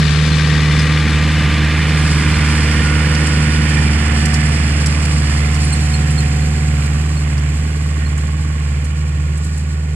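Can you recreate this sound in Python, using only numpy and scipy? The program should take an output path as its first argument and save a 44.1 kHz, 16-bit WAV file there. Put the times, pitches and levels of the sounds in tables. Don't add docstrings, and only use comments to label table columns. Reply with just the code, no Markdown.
import sys
import numpy as np
from scipy import signal
from scipy.fft import rfft, irfft, next_fast_len
from scipy.io import wavfile
from scipy.ndimage import uniform_filter1d, map_coordinates

SR = 44100
rng = np.random.default_rng(int(sys.argv[2]) if len(sys.argv) > 2 else 0)


def put_to_file(sound):
    columns = np.atleast_2d(sound).T
    safe = np.clip(columns, -1, 1)
    whole_steps = np.round(safe * 32767)
    wavfile.write(sys.argv[1], SR, whole_steps.astype(np.int16))


N = 438779
T = np.arange(N) / SR


def from_db(db):
    return 10 ** (np.asarray(db) / 20)


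def rms_one(x):
    return x / np.sqrt(np.mean(x ** 2) + 1e-20)


def in_time(rows):
    return np.interp(T, *np.transpose(rows))


def colour(x, spectrum):
    hz, level_db = np.transpose(spectrum)
    size = next_fast_len(N)
    bins_hz = np.maximum(np.arange(size // 2 + 1) * SR / size, 1)
    bins_db = np.interp(np.log(bins_hz), np.log(hz), level_db,
                        left=level_db[0] - 24, right=level_db[-1] - 33)
    return rms_one(irfft(rfft(x, size) * from_db(bins_db), size)[..., :N])


def drift(rate_hz):
    step, settle = 100, 2000
    r = np.exp(-2 * np.pi * rate_hz * step / SR)
    noise = rng.standard_normal(N // step + settle + 2)
    slow = rms_one(signal.lfilter([1], [1, -2 * r, r * r], noise)[settle:])
    return np.interp(np.arange(N) / step, np.arange(len(slow)), slow)


def shift_late(x, samples):
    return map_coordinates(x, [np.arange(N) - samples], order=3, mode="nearest")


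def pan(balance_db):
    gains = from_db(np.array([balance_db, -balance_db]) / 2).reshape(2, -1)
    return gains / np.sqrt(np.mean(gains ** 2, axis=0))


def place(x, balance_db, skew):
    left = shift_late(x, skew * np.minimum(balance_db, 0))
    return np.array([left, x]) * pan(balance_db)


ABREAST_S, DISTANCE_M, DRIVE_M_PER_S, TOW_M = 1.7, 9.5, 2.5, 0.33


def bearing(behind_m=0):
    return np.arctan((DRIVE_M_PER_S * (T - ABREAST_S) - behind_m) / DISTANCE_M)


def passing(abreast_db, loss_db, behind_db=0):
    angle = bearing()
    return abreast_db + loss_db * np.log2(np.cos(angle)) + behind_db * np.sin(angle)


def tractor_balance():
    return -0.49 * np.degrees(bearing()) - 1.8


# middle of the dip in seconds, drop in revolutions per minute, half length in seconds.
SAGS = [(0.103, 39.6, 0.072), (0.637, 33.9, 0.194), (1.1, 27.8, 0.154), (1.562, 27.6, 0.141),
        (2.249, 8.6, 0.237), (2.752, 38.8, 0.358), (3.604, 28.1, 0.292), (4.048, 54.4, 0.228),
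        (4.692, 48.2, 0.37), (5.322, 59.4, 0.171), (5.786, 35.0, 0.373), (6.296, 42.6, 0.216),
        (6.828, 79.0, 0.153), (7.402, 72.8, 0.18), (8.109, 52.9, 0.205), (8.715, 83.0, 0.163),
        (9.22, 52.8, 0.155), (9.885, 15.1, 0.052)]


def sag():
    return sum(drop * np.exp(-((T - s) / half_s) ** 2) for s, drop, half_s in SAGS)


CYLINDERS = 4


def firing_surge(cycles):
    firing = 2 * np.pi * CYLINDERS * cycles
    return np.sin(firing) + 0.3 * np.sin(2 * firing) + 0.14 * np.sin(3 * firing)


# time in seconds, relative level in dB.
HISS_LEVEL = [(0.0, -36.5), (0.66, -38), (1.74, -40), (2.08, -34), (5.62, -35.5), (7.4, -42.5), (9.28, -47),
              (9.48, -43.5), (9.95, -49.5)]
# frequency in Hz, relative level in dB per Hz.
HISS_FRONT = [(2000, -1), (3900, 0.5), (4600, 9.5), (5300, 7.5), (5900, 4), (6550, -5.5), (7200, 8),
              (7800, 5.5), (8600, 2.5), (9500, -4), (10600, -6.5), (11600, -30), (13300, -17), (15000, -42)]
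# frequency in Hz, relative level in dB per Hz.
HISS_BEHIND = [(2000, -56), (3900, 3), (4600, 5.5), (6200, -0.5), (7600, 9), (8600, -0.5), (9700, -10),
               (10900, -6.5), (12000, -19), (13800, -17), (15000, -36)]


def soil():
    rightward = np.sin(bearing(TOW_M))
    grains_per_s = 9000
    born = rng.random((3, N)) < grains_per_s / SR * from_db(2.4 * drift(25))
    size_db = 3.1 * np.minimum(rng.exponential(1, (3, N)), 5)
    grains = born * rng.choice([-1, 1], (3, N)) * from_db(size_db)
    turn_s, turn_width_s = 5.54, 0.87
    behind = (1 + np.tanh((T - turn_s) / turn_width_s)) / 2
    direct, *scattered = (1 - behind) * colour(grains, HISS_FRONT) + behind * colour(grains, HISS_BEHIND)
    left_lag_s = 0.000079 + 0.000022 * rightward
    left = shift_late(direct, left_lag_s * SR)
    both = np.array([left, direct]) + from_db(-4.5) * np.array(scattered)
    return from_db(in_time(HISS_LEVEL) + 5.5) * both * pan(1.3 - 2.0 * rightward)


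def random_snaps(count):
    from_s, greatest_db, range_db, crack_db = 3.6, 9, 9, -14
    chance = rng.random((count, 2))
    s = from_s + chance[:, 0] * (T[-1] - from_s)
    db = np.interp(s, *np.transpose(HISS_LEVEL)) + greatest_db - range_db * chance[:, 1]
    return [(at, level_db, crack_db) for at, level_db in zip(s, db)]


# time in seconds, relative level in dB, relative level in dB of the low crack against the burst.
LISTED_SNAPS = [(0.7894, -29, 3), (3.1477, -30, 4), (3.269, -24.5, -7), (4.2557, -22, -7),
                (4.338, -16.5, -3), (4.8602, -18, -7), (5.0519, -23, -10), (5.5453, -24, -6),
                (6.859, -30, -9), (7.378, -36.5, 1), (8.1753, -29, -31), (8.844, -28, -12),
                (9.3746, -27.5, -23), (9.4444, -25, -22), (9.5763, -27.5, -22)]
# frequency in Hz, relative level in dB per Hz.
FIBRES = [(3000, -36), (4500, -31), (6200, -3), (7800, 10), (9500, -0.5), (11000, -3.5), (12500, -25),
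          (15000, -17)]


def snaps():
    burst, crack, rise_s = np.zeros(N), np.zeros(N), 0.0048
    for s, db, low_db in list(LISTED_SNAPS) + random_snaps(count=10):
        age = np.clip((T - s + 0.002) / rise_s, 0, 50)
        shape = from_db(db - 3.5) * age * np.exp(1 - age)
        burst += shape
        crack += shape * from_db(low_db + 4.5)
    fibres = colour(rng.standard_normal((2, N)), FIBRES)
    low_band = signal.butter(2, [4400, 5900], "band", fs=SR, output="sos")
    low = rms_one(signal.sosfilt(low_band, rng.standard_normal((2, N))))
    crackle = rms_one(from_db(3 * drift(400)))
    return (burst * fibres + crack * low) * crackle


# start in seconds, pitch in Hz, relative level in dB, level of the octave in dB against the tone.
SQUEAKS = [(.31, 4180, -31, -19), (.785, 4960, -34, -30), (1.995, 4270, -42, -20), (2.328, 4200, -34, -10),
           (5.635, 9250, -35, -30), (5.718, 4194, -33, 7), (5.72, 9130, -39, -30), (5.93, 4260, -31, -11),
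           (6.1, 9350, -40, -30), (6.172, 4250, -29.5, -10), (6.412, 4230, -45, -20),
           (7.162, 4320, -39.5, -20), (8.049, 4220, -40.5, -20)]


def squeaks():
    out, length_s = np.zeros(N), 0.034
    t = np.arange(int(length_s * SR)) / SR
    fade = np.sin(np.pi * t / length_s) ** 2
    waver = drift(170)
    for s, hz, db, octave_db in SQUEAKS:
        span = int(s * SR) + np.arange(len(t))
        phase = 2 * np.pi * np.cumsum(hz * (1 + 0.004 * waver[span])) / SR
        tone = np.sin(phase) + from_db(octave_db) * np.sin(2 * phase)
        out[span] += from_db(db + 8.0) * fade * tone
    return out * pan(-8.5)


def ring(clicks, hz, t60_s):
    r, w = from_db(-60 / (t60_s * SR)), 2 * np.pi * hz / SR
    return signal.lfilter([0, np.sin(w)], [1, -2 * r * np.cos(w), r * r], clicks + 1e-18)


# pitch in Hz, relative level in dB, time in seconds to die away by 60 dB.
GUARDS = [(1177, -10, 0.073), (1602, 0, 0.054), (1820, -1, 0.044), (2150, 0, .035), (2372, -0.5, 0.06),
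          (2600, -10, 0.089), (2960, -2, 0.056), (3350, -2, 0.033), (3567, 1, 0.039), (4190, -6, 0.076),
          (4520, -9, 0.063), (4610, -13, 0.066), (5060, -8.5, 0.062), (5510, -7.5, 0.046)]


def guards(cycles):
    chatters_per_s, soft_hz = 220, 3900
    knocks = np.flatnonzero(np.diff(np.floor(cycles + 0.5)))
    chatter_rate = chatters_per_s * (1 + np.sin(2 * np.pi * CYLINDERS * cycles))
    chatters = np.flatnonzero(rng.random(N) < chatter_rate / SR)
    knock_gain = from_db(passing(-30, loss_db=20, behind_db=-5))
    chatter_gain = from_db(passing(-36.5, loss_db=8.4, behind_db=-15))
    out = 0
    for hz, db, t60_s in GUARDS:
        clicks = np.zeros(N)
        clicks[chatters] = chatter_gain[chatters]
        clicks[knocks] += knock_gain[knocks] / np.hypot(1, (hz / soft_hz) ** 12)
        strength = rng.uniform(-1, 1, N)
        strength = strength + 0.5 * np.sign(strength)
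        out = out + from_db(db) * ring(clicks * strength, hz, t60_s)
    return place(out, tractor_balance(), skew=0.075)


# time in seconds, level in dB.
GEAR_LEVEL = [(0, -50), (1.5, -46), (2.5, -46), (3.8, -44), (4.35, -35), (4.8, -50), (5.55, -38),
              (6.3, -38), (7.3, -45.5), (8.5, -56), (9.9, -51.5)]
GEAR_MULTIPLE, SECOND_GEAR_MULTIPLE = 39.45, 44.45
# multiple of the engine cycle rate, loudest time in seconds, spread in seconds,
# level in dB of the beam before pulsing.
WHINES = [(22, 0.3, 0.6, -40), (26, 0.9, 0.8, -39.5), (26, 3.0, 0.55, -36.5), (28, 5.9, 0.5, -45),
          (36, 4.4, 0.6, -47), (52, 2.6, 0.6, -41.5), (56, 5.65, 0.4, -43), (58, 8.4, 1.0, -46.5),
          (59, 0.3, 0.6, -41), (62, 8, 1.5, -51), (63, 1.4, 1, -39.5), (77, 3.1, 0.6, -33.5),
          (77, 8, 2, -51), (81, 1.2, 1, -44), (81, 3.4, 0.5, -41), (87, 0.6, 0.5, -40), (88, 1.5, 0.6, -41),
          (93, 4.3, 0.2, -34.5), (97, 2.6, 0.8, -41), (100, 0.65, 0.2, -35), (101, 0.7, 0.25, -35.5),
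          (105, 0.65, 0.2, -36), (102, 2.2, 1, -44), (105, 1.5, 1, -40.5), (108, 3.6, 1, -43),
          (126, 3.9, 0.15, -38)]


def whine_tone(cycles, multiple):
    flutter_db = 1.3 * multiple / GEAR_MULTIPLE
    flutter = rms_one(from_db(flutter_db * drift(5.7)))
    phase = 2 * np.pi * (multiple * cycles + rng.random()) + 0.11 * drift(8.8)
    return np.sqrt(2) * flutter * np.sin(phase)


def whines(cycles):
    spill = from_db(passing(-54, loss_db=4))
    spill_top = 91
    second_gain = from_db(passing(-49, loss_db=8, behind_db=5))
    out = from_db(in_time(GEAR_LEVEL)) * whine_tone(cycles, GEAR_MULTIPLE)
    out = out + second_gain * whine_tone(cycles, SECOND_GEAR_MULTIPLE)
    throb = 1 + 0.7 * np.maximum(np.sin(bearing()), 0) ** 2 * np.cos(2 * np.pi * cycles)
    pulse = throb * (1 + 0.28 * firing_surge(cycles))
    for multiple, loudest_s, spread_s, db in WHINES:
        beam = from_db(db) / np.hypot(1, ((T - loudest_s) / spread_s) ** 2)
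        level = np.hypot(beam, spill / np.hypot(1, (multiple / spill_top) ** 4))
        out = out + level * pulse * whine_tone(cycles, multiple)
    return place(out, 0.7 * tractor_balance(), skew=0.3)


def knocking(cycles, repeat, depth):
    size = 2048
    patterns = rng.standard_normal((4, size))
    same = sum(drift(0.6) * np.interp(cycles * size, np.arange(size), p, period=size) for p in patterns)
    same = same / np.sqrt(uniform_filter1d(same ** 2, size=SR // 5))
    contacts = np.sqrt(repeat) * same + np.sqrt(1 - repeat) * rng.standard_normal(N)
    return contacts * (1 + depth * firing_surge(cycles))


# pitch in Hz, width in Hz, middle level in dB against the knocking.
PANELS = [(1090, 61, -16), (1370, 82, -9), (1680, 48, -9), (1835, 46, -7.5), (2070, 98, -14),
          (2370, 60, -20), (2937, 41, -6.5)]


def panels(x):
    out = x
    for hz, width_hz, db in PANELS:
        band = signal.lfilter(*signal.iirpeak(hz, hz / width_hz, fs=SR), x)
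        out = out + from_db(db + 4.5 * drift(5.4)) * band
    return out


# frequency in Hz, relative level in dB per Hz.
RUMBLE = [(12, -17), (25, -10), (45, -12), (70, -4.5), (120, -3.5), (175, -1), (250, -7), (350, -14.5),
          (500, -19.5), (700, -28), (1000, -43)]
GROWL = [(200, -11), (300, -2), (420, -2), (540, -2), (660, -10), (850, -6), (1200, -37)]
CLATTER = [(450, -18), (700, -12), (950, -7), (1150, -3), (1300, -6), (1600, -2), (1950, -1), (2400, -1),
           (2750, -4.5), (3150, -7), (3600, -11), (3900, -82), (6000, -23), (12000, -36)]
RASP = [(2000, -54), (3000, 2), (3700, 10), (4500, 5), (5400, -2.5), (6300, -1), (8000, -10), (14000, -47)]


def engine(cycles, sag_rpm):
    balance_db = tractor_balance()
    clatter_db = passing(-23, loss_db=15, behind_db=3.74) + 0.0267 * sag_rpm
    rumble = colour(knocking(cycles, repeat=0.1, depth=0.4), RUMBLE)
    rumble = from_db(passing(-22.5, loss_db=9.7, behind_db=2.5)) * rumble
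    growl = colour(knocking(cycles, repeat=0.49, depth=0.25), GROWL)
    growl = from_db(passing(-35, loss_db=14.4, behind_db=7.6)) * growl
    clatter = colour(panels(knocking(cycles, repeat=0.55, depth=0.18)), CLATTER)
    clatter = from_db(clatter_db) * clatter
    rasp = colour(knocking(cycles, repeat=0.28, depth=0.34), RASP)
    rasp = from_db(passing(-35, loss_db=12, behind_db=-20.5)) * rasp
    scattered = from_db(clatter_db - 11.0) * colour(rng.standard_normal((2, N)), CLATTER)
    low = rumble * pan(-3.5) + growl * pan(-1.5 + 0.31 * balance_db)
    return low + place(clatter + rasp, balance_db, skew=0.08) + scattered


# level in dB abreast, loss in dB per doubling of distance, gain in dB from behind,
# gain in dB per revolution per minute of sag.
HARMONICS = [(-16, 3.5, 2.5, 0.0141), (-41.5, 14.5, 29.5, 0.0525), (-31.5, 20.5, 6.5, 0.021)]
# time in seconds, level in dB.
OCTAVE = [(0.1, -13.5), (2.34, -19), (3.84, -18), (4.06, -27), (4.3, -20.5), (6.13, -19.5), (9.82, -26.5),
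          (9.9, -24)]
# time in seconds, level in dB.
THIRD = [(0, -36.5), (1.2, -31.5), (1.9, -36), (2.4, -26), (4.0, -24.5), (5.6, -32), (6.6, -33),
         (9.9, -45.5)]
# multiple of the engine cycle rate, level in dB against the firing tone before the pass alters it.
OVERTONES = [(3, -28), (5, -19.5), (9, -21.5), (11, -30), (15, -29.5), (19, -36), (20, -34.5), (22, -36.5),
             (24, -38), (28, -37), (36, -44)]


def exhaust(cycles, sag_rpm):
    def line(db, order, flutter_db, wave=np.cos):
        level = from_db(db + flutter_db * drift(6.7))
        return -np.sqrt(2) * wave(2 * np.pi * order * cycles) * level
    firing_db, throb_db, fourth_db = [passing(db, loss_db, behind_db) + load_db * sag_rpm
                                      for db, loss_db, behind_db, load_db in HARMONICS]
    drone = line(firing_db, order=4, flutter_db=0.3) + line(in_time(OCTAVE), order=8, flutter_db=1.0)
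    throb = line(throb_db, order=7, flutter_db=1.5)
    upper = -line(fourth_db, order=16, flutter_db=1.0) - line(in_time(THIRD), order=12, flutter_db=0.45)
    change_db = passing(0, loss_db=12, behind_db=7.3)
    between = sum(line(firing_db + db + change_db * order / 28, order, flutter_db=2.9, wave=np.sin)
                  for order, db in OVERTONES)
    return (drone + throb + upper + between) * pan(-1.27)


def scene():
    sag_rpm = sag()
    unloaded_rpm, sound_m_per_s = 2295, 343
    doppler = 1 - DRIVE_M_PER_S * np.sin(bearing()) / sound_m_per_s
    turns = np.cumsum((unloaded_rpm - sag_rpm) * doppler) / (60 * SR)
    cycles = turns / 2
    harrow = soil() + snaps() + squeaks()
    return harrow + guards(cycles) + whines(cycles) + engine(cycles, sag_rpm) + exhaust(cycles, sag_rpm)


def record(dry):
    ceiling, cutoff_hz = 0.92, 14700
    rounded = dry / (1 + (dry / ceiling) ** 8) ** (1 / 8)
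    return signal.sosfilt(signal.ellip(10, 0.1, 90, cutoff_hz, fs=SR, output="sos"), rounded)


dry = scene()
out = record(dry)
put_to_file(out)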